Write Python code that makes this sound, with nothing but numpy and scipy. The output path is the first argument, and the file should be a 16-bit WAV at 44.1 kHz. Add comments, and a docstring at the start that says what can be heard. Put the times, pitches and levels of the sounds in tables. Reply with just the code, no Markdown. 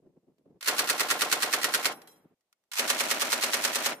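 """A belt-fed machine gun fires two bursts on an open range, with the microphone close up:
first on the ejection side, then on the feed side. Every round is a run of steel contacts in the
action and a muzzle blast that returns in the same echoes each time. Spent links and cases ring on
after a burst. Wind buffets the microphone at the first position; faint air lies under both."""
import sys
import numpy as np
from scipy import signal
from scipy.fft import rfft, irfft
from scipy.io import wavfile

SR = 44100
rng = np.random.default_rng(int(sys.argv[2]) if len(sys.argv) > 2 else 0)


def inscribe(sig):
    """Save sig as 16-bit PCM at rate SR to the path in sys.argv[1].

    A 1-D sig is mono; a 2-D sig holds one channel per row.
    Samples are clipped to [-1, 1] before scaling.
    """
    pcm = np.round(np.clip(np.atleast_2d(sig).T, -1, 1) * 32767)
    wavfile.write(sys.argv[1], SR, pcm.astype(np.int16))


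N = 176400
T = np.arange(N) / SR
EJECTION_SIDE, FEED_SIDE = 0, 1   # microphone positions
MIC_MOVE_S = 2.346   # cut from the first position to the second


def from_db(db):
    """Decibels to gain."""
    return 10 ** (np.asarray(db) / 20)


def convolve(x, response):
    """Pass a signal through a response, keeping the length."""
    return signal.oaconvolve(np.atleast_2d(x), np.atleast_2d(response), axes=1)[:, :np.shape(x)[-1]]


def causal_filter(points, column=1, size=4096):
    """Minimum-phase response that follows a table of (frequency [Hz], level [dB])."""
    points = np.array(points, float)
    hz = np.maximum(np.arange(size // 2 + 1) * SR / size, 1)
    level_db = np.interp(np.log(hz), np.log(points[:, 0]), points[:, column])
    cepstrum = irfft(np.log(from_db(level_db)))
    fold = np.r_[1, np.full(size // 2 - 1, 2), 1, np.zeros(size // 2 - 1)]
    return irfft(np.exp(rfft(cepstrum * fold)))


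def coloured(x, points, column=1):
    """Give a white signal a spectrum without changing its power."""
    response = causal_filter(points, column)
    return convolve(x, response / np.linalg.norm(response))


def drift(rate_hz, step=6):
    """Random wander with spread 1, drawn in steps of a few samples."""
    r = np.exp(-2 * np.pi * rate_hz * step / SR)
    wander = signal.lfilter([1], [1, -2 * r, r * r], rng.standard_normal((N + SR) // step))
    return np.repeat(wander / np.sqrt(np.mean(wander ** 2)), step)[-N:]


def ring(force, hz, t60):
    """A resonance: a unit click sets a sine of height 1 ringing."""
    r, w = from_db(-60 / (t60 * SR)), 2 * np.pi * hz / SR
    return signal.lfilter([.5, 0, -.5], [1, -2 * r * np.cos(w), r * r], force + 1e-18)


def fade(t, t60):
    """Full level until time zero, then an exponential decay."""
    return np.exp(-np.log(1000) * np.maximum(t, 0) / t60)


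def clicks(rows, size=N):
    """One click for each (time [s], level [dB])."""
    out = np.zeros(size)
    for s, db in rows:
        out[int(np.clip(s * SR, 0, size - 1))] += from_db(db)
    return out


# Stereo width at the microphone: (frequency [Hz], side minus mid [dB])
WIDTH = [(30, -2), (120, -9.5), (300, -15), (700, -5.5), (1400, -4), (2500, 1), (15000, -1)]
def stereo_noise(size=N):
    """Noise in left and right: narrow in the bass, wide in the treble."""
    mid, side = rng.standard_normal((2, size))
    return (mid + convolve(side, causal_filter(WIDTH)) * [[1], [-1]]) / np.sqrt(2)


# Ambience of the open range: (frequency [Hz], relative level [dB])
AIR_SPECTRUM = [(18, -43.5), (30, -13), (597, 2.5), (1690, -12), (1830, -9.5), (2430, -11), (3590, -12),
                (8040, -14), (15000, -18)]
def still_air(gain_db=-85.5):
    """A faint, steady hush at both positions."""
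    return from_db(gain_db) * coloured(stereo_noise(), AIR_SPECTRUM)


# Gusts on the microphone, ejection side, in two runs of (time [s], level [dB])
GUSTS = [
    [(0.0, -58), (0.012, -66), (0.048, -54.5), (0.156, -67), (0.176, -55), (0.21, -77), (0.282, -56.5),
     (0.342, -68), (0.352, -80), (0.412, -61), (0.432, -75), (0.458, -54), (0.586, -61), (0.6, -83)],
    [(2.2, -65), (2.226, -81), (2.252, -54), (2.3, -74), (2.312, -53), (2.324, -61), (2.34, -64)],
]
# Their rumble, right at the capsule: (frequency [Hz], relative level [dB])
WIND_SPECTRUM = [(25, -20), (80, -10), (170, 4), (380, 3.5), (700, -11), (1400, -29.5), (4000, -47),
                 (15000, -61)]
def wind(gain_db=-3.5, lump_db=3.5):
    """Wind buffets the microphone in low, uneven lumps."""
    gust_db = np.interp(T, *np.vstack(GUSTS).T)
    pressure = from_db(gain_db + gust_db + lump_db * drift(rate_hz=45))
    return coloured(stereo_noise() * pressure, WIND_SPECTRUM)


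# Colour of steel contacts, close up: (frequency [Hz], ejection side [dB], feed side [dB])
STEEL_SPECTRUM = [(100, -36.5, -43), (400, -10, -22.5), (810, -10.5, -2.5), (1350, 3.5, 3), (2200, 0, 1),
                  (3300, -1.5, 2), (4100, -1.5, -0.5), (6000, -3.5, 0.5), (10800, -6.5, -4.5),
                  (13000, -9, -6.5), (15300, -10, -9.5)]
# Modes of the receiver, alike from both sides: (frequency [Hz], level [dB], t60 [s])
RECEIVER_MODES = [(1180, -13, 0.09), (1438, -11.5, .05), (1910, -10, .06), (2160, -11, 0.15),
                  (2540, -17, .045), (4246, -10.5, 0.0083), (5840, -20, .045), (8050, -17, 0.027),
                  (9600, -28, .035), (10680, -19, .03)]
def clatter(contacts, position, longest_t60=.08, chatter_db=1, mode_spread_db=1.5, pan_db=.95):
    """Each contact is a dying chatter of steel on steel that excites the receiver's modes unevenly."""
    power, t = np.zeros(N + SR), T[:SR // 5]
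    for s, db, attack, t60 in contacts:
        start = int(s * SR)
        envelope = np.minimum(t / attack, 1) * fade(t - attack, min(t60, longest_t60))
        power[start:start + len(t)] += (from_db(db) * envelope) ** 2
    force = stereo_noise() * np.sqrt(power[:N]) * from_db(chatter_db * drift(rate_hz=460))
    receiver = 0
    for hz, db, t60 in RECEIVER_MODES:
        drive = force * from_db(db + mode_spread_db * drift(rate_hz=5.3))
        receiver += ring(drive, hz, t60) * 2 / np.sqrt(t60 * SR)
    return (coloured(force, STEEL_SPECTRUM, 1 + position) + receiver) * from_db([[-pan_db], [pan_db]])


# Loose links landing or shifting by the gun, and at 1.924 s the bolt catching on the sear after the last round:
# (time [s], click [dB], click t60 [s], ring [dB])
CLINKS = [(.382, -77, .05, -112), (1.924, -39, .03, -60), (2.0171, -49, .035, -70), (2.0734, -54, .08, -58),
          (2.115, -68, .07, -73), (2.16, -70, .08, -80), (2.4077, -75, .03, -115),
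          (2.5269, -57, .022, -105), (2.6377, -76, .03, -115)]
# Ring of links and cases: (frequency [Hz], ejection side [dB], feed side [dB], t60 [s])
BRASS_MODES = [(2030, -11, -20, .3), (3257, -7, -14, .3), (4000, 0, -12, .24), (5060, -7, -16, .27),
               (5700, -3, -2, .27), (7110, -4, -5, .27), (8349, -7, -14, .3), (9080, -2, -14, .25),
               (9520, -22, 3, .25), (10760, -2, -7, .33), (12420, 2, -16, .3), (12580, -20, 0, .25),
               (13980, -11, -14, .5), (14430, -6, 4, .25)]
def brass(shots, position, eject_s=.062, eject_db=-52, attack_s=.0008, beat_hz=17, spread_db=2):
    """Links and cases ring as they are thrown out and land; each tone is a close pair that beats."""
    clinks = [row for row in CLINKS if (row[0] > MIC_MOVE_S) == position]
    thrown = [(s + eject_s, db + eject_db) for s, db in shots]
    landed = [(s, ring_db) for s, _, _, ring_db in clinks]
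    times, levels = np.array(thrown + landed).T
    out = clatter([(s, db, attack_s, t60) for s, db, t60, _ in clinks], position)
    for hz, *side_db, t60 in BRASS_MODES:
        for detune in (-beat_hz / 2, beat_hz / 2):
            strikes = np.zeros((2, N))
            for channel in strikes:
                onsets = times + rng.random(len(times)) / hz   # random phase
                channel += clicks(zip(onsets, levels + rng.normal(0, spread_db, len(times))))
            out += from_db(side_db[position]) * ring(strikes, hz + detune, t60) / np.sqrt(2)
    return out


# One cycle of the action, close up. Bolt starts forward, belt is pulled on, round leaves its link,
# round slides into the chamber, extractor snaps over the rim, bolt locks, ignition jolts the receiver,
# gas drives the piston, bolt runs back, cover and feed tray rattle:
# (time from ignition [s], ejection side [dB], feed side [dB], attack [s], t60 before the cap [s])
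ACTION_CYCLE = [(-.076, -41.5, -36.5, .002, .07), (-.059, -36, -35.5, .002, 0.11),
                (-.041, -40, -36, .003, 0.095), (-.030, -32.5, -31.5, .007, 0.2),
                (-.019, -34, -29, .004, 0.1), (-.009, -22, -22.5, .0012, 0.061),
                (-.0005, -17.5, -19, .001, 0.074), (.002, -26.5, -26, .003, .06),
                (0.022, -33.5, -33.5, .009, .075), (.042, -58.5, -38.5, .005, .06)]
def action(shots, position, jitter_s=.00091, spread_db=1.5):
    """The same cycle of steel contacts for each round, a little different every time."""
    contacts = []
    for shot_s, shot_db in shots:
        for offset_s, *side_db, attack, t60 in ACTION_CYCLE:
            s = shot_s + offset_s + rng.normal(0, jitter_s)
            db = shot_db + side_db[position] + rng.normal(0, spread_db)
            contacts.append((s, db, attack, t60))
    return clatter(contacts, position)


# Echoes reaching the microphone: (time after ignition [s], level [dB], microphone position)
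ECHOES = [(.004, -10.5, 0), (.008, -0.5, 0), (.012, -5.5, 0), (0.018, -2.5, 0), (.030, -14, 0),
          (0.045, -2, 0), (0.051, -7, 0), (0.0583, -1, 0), (0.068, -8.5, 0), (.082, -10, 0),
          (.0015, -4.5, 1), (.011, -2.5, 1), (.020, -4.5, 1), (.027, -5, 1), (0.0349, -3.5, 1),
          (.0395, -8.5, 0), (.044, -7.5, 1), (.052, -5, 1), (.060, -2.5, 1), (0.0703, -5, 1),
          (.080, -11.5, 1)]
# Colour of the blast, close up: (frequency [Hz], ejection side [dB], feed side [dB])
BLAST_SPECTRUM = [(30.2, -30.5, -25), (95, -28.5, -32), (162, -20, -10.5), (242, 5, 6), (420, 5.5, 7),
                  (697, 9.5, 12.5), (1200, 4, -6), (2230, -9, 0.5), (5000, -25, -11.5), (15000, -43.5, -52)]
# Scatter from the ground nearby: (frequency [Hz], ejection side [dB], feed side [dB])
GROUND_SPECTRUM = [(59.8, -35.5, -40), (108.8, -25.5, -20), (250, -19.5, -25), (700, 0, 11),
                   (1500, 2, 14.5), (3000, -5, 3.5), (7000, -14, -2), (15000, -34, -34)]
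# Tail from far out on the range: (frequency [Hz], relative level [dB])
TAIL_SPECTRUM = [(40, -28), (90, -17), (170, -6), (350, 0), (800, -2), (2000, -13), (4000, -28),
                 (15000, -48)]
# Low resonances around the gun: (frequency [Hz], level [dB], t60 [s], microphone position)
BOOM_MODES = [(272, -11.5, 0.074, 0), (310, -7.5, 0.096, 0), (419.4, 7, 0.14, 0), (604, 3, 0.21, 0),
              (665, 5, 0.04, 0), (784, 0, 0.4, 0), (839, -10, 0.072, 0), (978, 3, 0.15, 0),
              (155.3, -18, 0.75, 1), (227, -3, 0.096, 1), (278, -9, 0.068, 1), (470.5, -2, 0.17, 1),
              (573, -5, 0.42, 1), (682, -4, 0.15, 1), (796, -16, 0.13, 1), (1100, -14, 0.095, 1)]
def muzzle_blast(shots, position, echo_db=-8, ground_db=-35, tail_db=-41, boom_db=-44):
    """Each blast meets the same surroundings: echoes, low resonances, ground scatter, a far tail."""
    ground_hold_s, boom_delay_s, scatter_gain = .066, .00996, .91
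    t = T[:SR]
    arrivals = clicks([(s, db) for s, db, where in ECHOES if where == position], size=SR)
    smear = fade(t, t60=.02) ** 2   # each echo trails a short puff of noise
    scatter = stereo_noise(SR) * np.sqrt(np.abs(convolve(arrivals ** 2, smear / smear.sum())))
    echoes = coloured(arrivals / np.sqrt(2) + scatter_gain * scatter, BLAST_SPECTRUM, 1 + position)
    ground = coloured(stereo_noise(SR) * fade(t - ground_hold_s, t60=.08), GROUND_SPECTRUM, 1 + position)
    tail = coloured(stereo_noise(SR) * fade(t, t60=.82), TAIL_SPECTRUM)
    push = clicks([(boom_delay_s, boom_db)], size=SR)
    boom = sum((-1) ** k * from_db(db) * ring(push, hz, t60)
               for k, (hz, db, t60, where) in enumerate(BOOM_MODES) if where == position)
    report = from_db(echo_db) * echoes + boom + from_db(ground_db) * ground + from_db(tail_db) * tail
    return convolve(clicks(shots), report)


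# Rounds fired beside the microphone: (time [s], level [dB], microphone position)
SHOTS = [(0.684, 1, 0), (0.7913, -0.53, 0), (0.8978, -0.29, 0), (1.0038, -0.44, 0), (1.1111, -0.15, 0),
         (1.2178, 0, 0), (1.3247, -0.71, 0), (1.4306, -0.5, 0), (1.5348, -0.75, 0), (1.6414, -0.6, 0),
         (1.7467, -1.3, 0), (1.8539, -1.26, 0), (2.7928, 1, 1), (2.9013, -0.31, 1), (3.0062, 0.064, 1),
         (3.1118, 0.054, 1), (3.2202, -0.93, 1), (3.3281, -0.52, 1), (3.4351, -0.13, 1), (3.5412, -0.3, 1),
         (3.6479, 0, 1), (3.7564, -0.93, 1), (3.861, 0.24, 1)]
def burst(position):
    """One burst with its falling brass, from one microphone position."""
    shots = [(s, db) for s, db, where in SHOTS if where == position]
    return action(shots, position) + muzzle_blast(shots, position) + brass(shots, position)


def scene():
    """The windy ejection side, then the sheltered feed side, over still air."""
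    windy_side = (burst(EJECTION_SIDE) + wind()) * (T < MIC_MOVE_S)
    return windy_side + burst(FEED_SIDE) + still_air()


def record(dry):
    """Overload rounds the highest peaks, and the top treble is cut steeply."""
    ceiling, cutoff_hz = .35, 15250
    rounded = ceiling * np.tanh(dry / ceiling)
    lowpass = signal.firwin(161, cutoff_hz, fs=SR, window=("kaiser", 8))
    return signal.fftconvolve(rounded, lowpass[None], "same", axes=1)


dry = scene()
out = record(dry)
inscribe(out)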